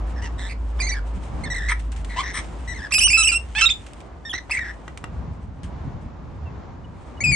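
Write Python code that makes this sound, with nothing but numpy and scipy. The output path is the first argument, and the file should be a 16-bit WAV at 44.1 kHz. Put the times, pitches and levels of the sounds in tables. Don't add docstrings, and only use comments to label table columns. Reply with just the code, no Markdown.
import sys
import numpy as np
from scipy import signal
from scipy.fft import rfft, irfft, next_fast_len
from scipy.io import wavfile

SR = 44100
rng = np.random.default_rng(int(sys.argv[2]) if len(sys.argv) > 2 else 0)


def waveform_to_disk(signal):
    frames = np.transpose(np.atleast_2d(signal))
    scaled = np.clip(frames, -1, 1) * 32767
    samples = np.round(scaled).astype(np.int16)
    wavfile.write(sys.argv[1], SR, samples)


N = 324135
TIME = np.arange(N) / SR


def undb(db):
    return 10 ** (np.asarray(db) / 20)


def unit(x):
    return x / np.sqrt(np.mean(np.abs(x) ** 2) + 1e-18)


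def curve(rows):
    return np.interp(TIME, *np.transpose(rows))


def colour(hz, points):
    point_hz, db = np.transpose(points)
    return undb(np.interp(np.log(hz + 1), np.log(point_hz), db))


def noise(points):
    white = rfft(rng.standard_normal(N))
    return unit(irfft(white * colour(np.fft.rfftfreq(N, 1 / SR), points), N))


def wander(size, hz):
    span = size + SR // 10
    soft = np.exp(-(np.fft.rfftfreq(span, 1 / SR) / hz) ** 2)
    return unit(irfft(rfft(rng.standard_normal(span)) * soft, span))[:size]


def band(x, lo_hz, hi_hz, order=2):
    edges_hz = [lo_hz, min(hi_hz, SR / 2 - 1)]
    return signal.sosfilt(signal.butter(order, edges_hz, "band", fs=SR, output="sos"), x)


def spread(mid, side):
    return np.array([mid + side, mid - side])


def add(track, start, sound):
    i = max(int(start * SR), 0)
    track[i:i + len(sound)] += sound[:max(N - i, 0)]


def drone():
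    # start_s, level_db
    drone_levels = [(0, -25.5), (.55, -28), (.8, -23), (1.1, -26), (1.35, -39), (1.7, -23), (2.05, -29.5),
                    (2.45, -38), (2.65, -30.5), (2.88, -45.5), (3.05, -31), (3.6, -35.5), (3.78, -42.5),
                    (4.4, -49), (4.65, -35.5), (4.9, -44)]
    # start_s, pitch_hz
    drone_pitches = [(0, 54.7), (3.1, 54.26), (4.9, 59.2)]
    hz = curve(drone_pitches) * (1 + .06 * wander(N, 8))
    tone = unit(np.sin(2 * np.pi * np.cumsum(hz) / SR))
    fade_out = np.interp(TIME, [4.8, 5.2], [1, 0])
    return tone * undb(curve(drone_levels) + wander(N, 7.1)) * fade_out


def wind():
    # start_s, level_db
    breeze = [(0, -37.5), (2.5, -39), (4.5, -46), (5.4, -34), (7.35, -40.5)]
    # peak_s, rise_db, half_length_s (rise in dB drops to 1/e this far from the peak)
    gusts = [(1.447, 6.5, 0.14), (5.203, 6.5, 0.09), (5.856, 6, 0.057), (6.501, 3, 0.19),
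             (7.311, 17, 0.094)]
    # frequency_hz, level_db (per Hz)
    wind_spectrum = [(25, -17.5), (50, 0.5), (75, 7), (130, -8.5), (250, -12.5), (450, -40.5),
                     (1200, -83.5)]
    swells = sum(db * np.exp(-((TIME - s) / half) ** 2) for s, db, half in gusts)
    gust_db = curve(breeze) + swells + 2 * wander(N, 20)
    rumble = spread(noise(wind_spectrum), .3 * noise(wind_spectrum)) * undb(gust_db)
    eddies = unit(band(rng.standard_normal(N), 90, 170)) * undb(1.475 * gust_db + 9.5)
    return rumble + eddies


def town():
    # frequency_hz, level_db (per Hz)
    town_spectrum = [(30, -10.5), (100, -9.5), (280, 2), (420, -3.5), (1000, -5), (1600, -15), (3200, -27),
                     (7300, -36.5), (8500, -58)]
    # start_s, level_db
    town_levels = [(0, -41), (2.7, -44.5), (3.7, -48), (7.35, -43.5)]
    hum = spread(noise(town_spectrum), 0.65 * noise(town_spectrum))
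    return hum * undb(curve(town_levels) + 1.7 * wander(N, 2.6))


def spray():
    # start_s, level_db
    bathing = [(0, -63.5), (1.4, -58), (2.6, -52), (2.9, -57.5), (3.45, -54.5), (3.95, -59), (4.15, -66),
               (4.9, -61.5), (5.2, -72.5), (6.7, -77.5), (7, -65)]
    # start_s, level_db, decay_s (to 1/e)
    flicks = [(1.795, -42, 0.01), (1.919, -40, 0.0077), (1.961, -46, 0.02), (2.047, -39.5, 0.008),
              (3.865, -45.5, 0.006), (3.934, -47.5, 0.0053), (4.004, -45, 0.006), (4.975, -39, 0.007),
              (5.633, -46, 0.022)]
    strength = undb(curve(bathing) + 3.4 * wander(N, 15))
    for start, db, decay in flicks:
        age = np.maximum(TIME - start, 0)
        snap = 1.4 * np.exp(-age / 0.00039)
        strength = strength + undb(db) * (age > 0) * (np.exp(-age / decay) + snap)
    # frequency_hz, level_db
    drops = [(700, -9.5), (1600, 9.5), (3000, 8.0), (4600, -1.0), (7000, 1.5), (8800, 2.5), (11000, -21.5)]
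    crackle = unit(undb(2.4 * wander(N, 670)))
    return strength * spread(noise(drops), .6 * noise(drops)) * crackle


def syllable(hz, partial_dbs, rough, cycles=1, depth=0):
    # frequency_hz, level_db
    throat = [(5000, 3), (8300, 8), (9500, -2), (10500, -0.5), (11500, -14.5), (13000, -49.5)]
    attack_s, release_s = 0.0016, 0.0016
    swell_nepers, fade_nepers = 0.28, 0.22
    scoop_hz = 229
    arch_share, arch_s = .17, .018
    break_rough, hiss_level = 0.37, 0.31
    throb_lag = 2.2

    size = len(hz)
    t = np.arange(size) / SR
    left = t[-1] - t
    pressure = (1 - np.exp(-t / attack_s)) * (1 - np.exp(-left / release_s))
    arch = np.sin(np.pi * t / t[-1]) - np.pi / 4

    opening, closing = np.exp(-t / .002), np.exp(-left / .002)
    scoop, drop = 2 * rng.random(2)
    sag = scoop * opening + drop * closing
    sag = sag - np.average(sag, weights=pressure ** 4)
    hz = hz * (1 + arch_share * np.exp(-t[-1] / arch_s) * arch) - scoop_hz * sag
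    rough = np.clip(rough + break_rough * (opening + closing), 0, 1)

    jitter = .09 * wander(size, 220) + .09 * wander(size, 1100)
    hz = hz * (1 + rough / (1 + depth ** 2) * jitter)

    throb = 2 * np.pi * np.cumsum(hz / cycles) / SR
    phase = 2 * np.pi * (np.cumsum(hz) / SR + rng.random()) - .15 * depth * np.sin(throb)
    partials = [np.sin(k * phase + k * k) * np.exp(depth * np.cos(throb + throb_lag * (k - 1)))
                for k in range(1, 9)]
    top = sum(colour(k * hz, throat) / k ** 2 * partials[k - 1] for k in range(4, 9))

    flutter = 0.51 * rough * wander(size, 400)
    swell = pressure * np.exp(swell_nepers * arch - fade_nepers * t / t[-1] + flutter)
    overtones = sum(undb(db) * unit(x * swell * pressure)
                    for db, x in zip(partial_dbs, [partials[1], partials[2], top]))
    breath = band(rng.standard_normal(size), 800, 2.4 * hz.mean())
    hiss = unit(breath * (1 + np.cos(phase)) * swell)
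    return unit(partials[0] * swell) + overtones + hiss_level * rough * hiss


def throbbing(time):
    # start_s, end_s, cycles_per_throb, depth (nepers)
    throbs = [(.217, .283, 2, 1.3), (2.979, 2.99, 2, 1.2), (3.174, 3.228, 2, .8), (3.317, 3.343, 2, .5),
              (3.549, 3.58, 3, 1.6), (3.58, 3.608, 6, 1.6), (3.608, 3.658, 2, .8)]
    for start, end, cycles, depth in throbs:
        if start <= time < end:
            return cycles, depth
    return 1, 0


def trill(length, first_hz, last_hz, partial_dbs, rate):
    timing_jitter, pitch_scatter, level_scatter_db = 0.08, 0.02, 1.5
    rough = 0.14
    fill, fall_hz = .98, 40

    count = max(round(length * rate), 2)
    chance = rng.standard_normal((count + 1, 3))
    shifts = np.clip(timing_jitter * chance[:, 0], -.35, .35)
    edges = (np.arange(count + 1) + shifts).clip(0) * length / count
    out = np.zeros(int((edges[-1] + .01) * SR))
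    for i in range(count):
        along = (i + .5) / count
        hz = np.interp(along, [0, 1], [first_hz, last_hz]) * (1 + pitch_scatter * chance[i, 1])
        size = int((edges[i + 1] - edges[i]) * fill * SR)
        note = syllable(hz + np.linspace(fall_hz, -fall_hz, size), partial_dbs, rough)
        note = note * undb(level_scatter_db * chance[i, 2])
        add(out, edges[i], note * np.sin(np.pi * along) ** 0.27)
    return unit(out)


def rasp(length, tight, mode_dbs, pulse_hz=200, breath=0.19):
    # frequency_hz, width_hz
    rasp_modes = [(1950, 540), (1130, 380), (3500, 950), (5550, 900), (8450, 1400)]
    size = max(int(length * SR), 64)
    turns = np.cumsum(pulse_hz * (1 + .25 * wander(size, 300))) / SR
    puffs = np.diff(np.floor(turns), prepend=0) + breath * rng.standard_normal(size)
    rise_and_fall = np.abs(np.sin(np.linspace(0, np.pi, size))) ** .9
    puffs = puffs * np.exp(.25 * wander(size, 110)) * rise_and_fall
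    puffs = np.pad(puffs, (0, SR // 100))
    rings = [undb(db) * unit(band(puffs, tight * hz - width / 2, tight * hz + width / 2, order=3))
             for (hz, width), db in zip(rasp_modes, mode_dbs)]
    return sum(rings) * np.sqrt(len(puffs) / size)


def screeches():
    # start_s, end_s, first_pitch_hz, last_pitch_hz, fundamental_db,
    # second_db, third_db, top_db (partials, re the fundamental), roughness (0-1)
    syllables = [(0.217, 0.282, 1918, 1800, -38.5, -49, -10, -15.5, 0.74),
                 (0.8, 0.825, 2440, 2305, -26, -3, -11, -14.5, 0.11),
                 (0.816, 0.865, 2050, 2100, -32.5, -4.5, -2.5, -16.5, 0.18),
                 (0.865, 0.89, 2270, 2310, -30.5, -3, -10, -17, 0.09),
                 (0.887, 0.914, 1994, 1950, -29.5, -9.5, 0, -18, 0.15),
                 (0.912, 0.945, 2277, 2273, -31, -4.5, -17, -16, 0.11),
                 (1.435, 1.457, 2090, 2170, -35.5, -6.5, -14, -11, 0.12),
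                 (1.453, 1.484, 1855, 1765, -36.0, -10, -17, -29, 0.22),
                 (1.5, 1.539, 2008, 1856, -29.0, -11.5, -10, -16, 0.097),
                 (1.683, 1.708, 1948, 2053, -25, -16.5, -14.5, -21, 0.45),
                 (2.161, 2.22, 1007, 1098, -31, -3, -8, -8.5, 0.55),
                 (2.181, 2.213, 963, 1175, -26, -10, -8.5, -16, 0.28),
                 (2.674, 2.742, 2030, 1865, -35, -12.5, -10.5, -14.5, 0.2),
                 (2.919, 2.941, 2534, 2715, -21.5, -7.5, -8, -12.5, 0.14),
                 (2.935, 2.949, 2460, 2660, -21.5, -0.5, -6.5, -2, 0.54),
                 (2.943, 2.984, 2540, 2546, -20.5, -1.5, -8, -4, 0.07),
                 (2.981, 2.986, 2510, 2730, -24, -1, -1, -9, 0.7),
                 (2.984, 3.004, 2760, 3080, -20.5, -4, 0, -14.5, 0.1),
                 (3.003, 3.041, 2540, 2704, -20, -1.5, -6, -5, 0.29),
                 (3.032, 3.075, 2854, 3010, -17.5, -5, 0.5, -18, 0.013),
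                 (3.069, 3.082, 750, 1800, -36.5, -7.5, -13, -12.5, 0.6),
                 (3.078, 3.105, 2600, 2810, -22.5, 1, -12.5, -24.5, 0.1),
                 (3.101, 3.131, 2386, 2373, -19.5, -7.5, -2.5, -12.5, 0.098),
                 (3.128, 3.172, 2617, 2593, -16, -7, -17, -17.5, 0.12),
                 (3.173, 3.229, 2684, 2598, -17, -10, -5, -17.5, 0.16),
                 (3.226, 3.244, 2960, 3030, -22.5, -1, -1.5, -27, 0.18),
                 (3.24, 3.278, 2672, 2640, -20.5, -8, -1, -8.5, 0),
                 (3.271, 3.292, 2880, 2760, -15, -11.5, -7.0, -26, 0.062),
                 (3.286, 3.312, 2467, 2420, -21, -6, -4.5, -16.5, 0.11),
                 (3.316, 3.345, 2826, 2613, -22, -12, -6.5, -27.5, 0.22),
                 (3.34, 3.379, 2617, 2794, -22, -11, -6, -17.5, 0.033),
                 (3.55, 3.6, 2447, 2777, -24.5, -16.5, -22.5, -29.5, 0.33),
                 (3.58, 3.618, 2700, 2590, -22, -11, -16, -33.5, 0.56),
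                 (3.609, 3.62, 3015, 3120, -18.5, -6.5, -16.5, -30, 0.16),
                 (3.615, 3.656, 2636, 2756, -14.5, -11.5, -21.5, -33, 0.22),
                 (3.656, 3.68, 3770, 3756, -12.5, -20, -47, -44.5, 0),
                 (3.689, 3.704, 2420, 2480, -24.5, -8, -16, -42, 0.17),
                 (3.7, 3.726, 3560, 3590, -18.5, -9.5, -38.5, -45, 0.079),
                 (4.25, 4.292, 1837, 1810, -35, -6.5, -8.5, -23, 0.071),
                 (4.293, 4.323, 3535, 3120, -31, -19, -17, -54, 0.071),
                 (4.329, 4.369, 1887, 2030, -29.5, -7.5, -8.5, -29, 0.22),
                 (4.376, 4.392, 2050, 1877, -32.5, -7.5, -9.5, -31, 0.22),
                 (4.494, 4.511, 820, 1270, -37.5, -1, -13, -13, 0.82),
                 (4.508, 4.528, 2320, 2743, -23, -10.5, -17.5, -15.5, 0.088),
                 (4.52, 4.571, 2230, 1947, -26.5, -27, -21, -14.5, 0.36),
                 (4.569, 4.584, 2207, 2306, -21.5, -30, -23, -34, 0.13),
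                 (4.588, 4.598, 1976, 1930, -25, -24, -24, -30, 0.28),
                 (4.606, 4.635, 1915, 1786, -28.5, -20.5, -27, -28, 0.064),
                 (7.204, 7.23, 2187, 2324, -27, -17, -4.5, -22, 0),
                 (7.237, 7.264, 2646, 2425, -18.5, -16.5, -13, -20, 0.035),
                 (7.26, 7.32, 2442, 2448, -20, -11, -11, -32, 0.049),
                 (7.317, 7.355, 2370, 2155, -18.5, -10.5, -10, -16, 0.076)]
    # start_s, end_s, first_pitch_hz, last_pitch_hz, level_db (whole run),
    # second_db, third_db, top_db (partials, re the fundamental), rate (syllables per s)
    trills = [(0.16, 0.212, 1845, 1740, -45, -23, -10, -30, 110),
              (0.381, 0.492, 1820, 1880, -39, -3.5, -13.5, -9.5, 190),
              (0.488, 0.534, 2160, 2200, -39, -9, -19, -17, 240),
              (0.939, 0.996, 1830, 1520, -36.5, -19.5, -16, -24, 140),
              (1.54, 1.597, 1983, 1875, -31, -11.5, -14.5, -14, 55),
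              (1.591, 1.687, 1814, 1866, -34, -14.5, -19, -19.5, 68),
              (2.092, 2.167, 2050, 1950, -40, -11.5, -22, -22, 220),
              (2.229, 2.328, 1880, 1890, -33, -15, -10, -32, 190),
              (2.741, 2.817, 2150, 1563, -40, -12, -10.5, -17, 70),
              (2.817, 2.876, 1850, 1598, -35.5, -19, -15, -25, 95),
              (4.632, 4.72, 1825, 1750, -35, -24, -20, -27.5, 180)]
    # start_s, end_s, tightness (factor on the throat's resonances), main_db,
    # growl_db, second_db, third_db, top_db (resonances, re the main one)
    rasps = [(0.787, 0.804, 0.96, -44.5, 0, -7, -10, -23),
             (1.69, 1.736, 1.02, -26.5, -6.5, -15.5, -19.5, -14.5),
             (2.328, 2.412, 1.032, -33.5, -6.5, -9.5, -8, -6.5),
             (2.906, 2.921, 1.08, -43, 2, -3.5, -3, -17.5)]
    out = np.zeros(N)
    for start, end, first_hz, last_hz, db, *partial_dbs, rough in syllables:
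        hz = np.linspace(first_hz, last_hz, max(int((end - start) * SR), 64))
        cycles, depth = throbbing((start + end) / 2)
        add(out, start, undb(db) * syllable(hz, partial_dbs, rough, cycles, depth))
    for start, end, first_hz, last_hz, db, *partial_dbs, rate in trills:
        add(out, start, undb(db) * trill(end - start, first_hz, last_hz, partial_dbs, rate))
    for start, end, tight, db, *mode_dbs in rasps:
        add(out, start, undb(db) * rasp(end - start, tight, [0, *mode_dbs]))
    return band(out, 430, 10800, order=3)


def ports(x, even_hz=5600):
    # start_s, left_minus_right_db
    place = [(0.4, -3), (.81, -7.5), (.9, -7), (2.75, 5.5), (2.93, -7), (3.12, -4.5), (3.3, -7),
             (3.6, -5.5), (4.3, -3.5), (4.55, 0.5), (7.3, 6.5)]
    # frequency_hz, lead_rad
    port_phase = [(2500, -.2), (3700, .5), (4200, 1.2), (6500, 1.7), (8000, 5.8), (9500, 5.2), (10500, 3.4)]
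    size = next_fast_len(N + SR)
    hz, spectrum = np.fft.rfftfreq(size, 1 / SR), rfft(x, size)
    lead = np.interp(hz, *np.transpose(port_phase))
    shaded = 1 / (1 + (hz / even_hz) ** 6)
    ratio = undb(curve(place))
    gains = np.array([ratio, np.ones(N)]) / np.sqrt((1 + ratio ** 2) / 2)
    out = []
    for gain, heard in zip(gains, (spectrum, spectrum * np.exp(-1j * lead))):
        panned = gain * irfft(heard * shaded, size)[:N]
        out.append(panned + irfft(heard * (1 - shaded), size)[:N])
    return np.array(out)


def rail(x):
    lag_s, swing, mirror_db = 0.001, 0.27, -9
    out = []
    for heard in x:
        lag = lag_s * (1 + swing * wander(N, 7.0))
        mirrored = np.interp(TIME - lag, TIME, band(heard, 6500, 12000))
        out.append(heard + undb(mirror_db) * mirrored)
    return np.array(out)


def balcony(x):
    t = np.arange(SR // 2) / SR
    out = []
    for _ in range(2):
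        decay = undb(-60 * t / 0.17)
        tail = unit(band(rng.standard_normal(len(t)), 520, 6300, order=1) * decay)
        tail = tail * undb(-11.5) / np.sqrt(len(t))
        tail[int(.057 * SR)] += undb(-32.5)
        out.append(signal.fftconvolve(x, tail)[:N])
    return np.array(out)


def knocks():
    # start_s, level_db (relative)
    strikes = [(4.338, -23), (4.8796, -28.5), (5.041, -23)]
    # frequency_hz (before each strike's slight detuning), level_db (relative), t60_s
    tub = [(359, 4, 0.023), (1080, 4, 0.025), (1387, 15.5, 0.014), (1827, 7.5, 0.02), (2795, 3, 0.016),
           (4560, -3, 0.0062)]
    out, t = np.zeros(N), np.arange(SR // 10) / SR
    for start, db in strikes:
        ring = 0
        for hz, mode_db, t60 in tub:
            struck_hz = hz * (1 + 0.022 * rng.standard_normal())
            ring = ring + undb(mode_db - 60 * t / t60) * np.sin(2 * np.pi * struck_hz * t)
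        click = band(rng.standard_normal(len(t)), 500, 7450) * np.exp(-t / 0.0014)
        blow = undb(db) * (0.21 * ring + 0.62 * click)
        add(out, start, blow)
        add(out, start + 0.00255, 0.72 * blow)
    return out


def far_chirps():
    # start_s, end_s, first_pitch_hz, last_pitch_hz, level_db
    chirps = [(6.446, 6.504, 2820, 2546, -56), (6.836, 6.864, 2990, 2880, -56.5),
              (7.168, 7.193, 2980, 2860, -54)]
    out = np.zeros(N)
    for start, end, first_hz, last_hz, db in chirps:
        hz = np.linspace(first_hz, last_hz, int((end - start) * SR))
        tone = np.sin(2 * np.pi * np.cumsum(hz) / SR)
        add(out, start, undb(db) * unit(tone * np.hanning(len(hz))))
    return out


def scene():
    around = drone() + wind() + town() + spray() + far_chirps()
    near = screeches() + knocks()
    return rail(ports(near)) + balcony(near) + around


def record(dry):
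    top_hz = 11800
    dry = signal.sosfilt(signal.butter(2, 22, "high", fs=SR, output="sos"), dry)
    dry = dry / (1 + (dry / .85) ** 8) ** .125
    return signal.sosfilt(signal.ellip(8, .2, 70, top_hz, fs=SR, output="sos"), dry)


dry = scene()
out = record(dry)
waveform_to_disk(out)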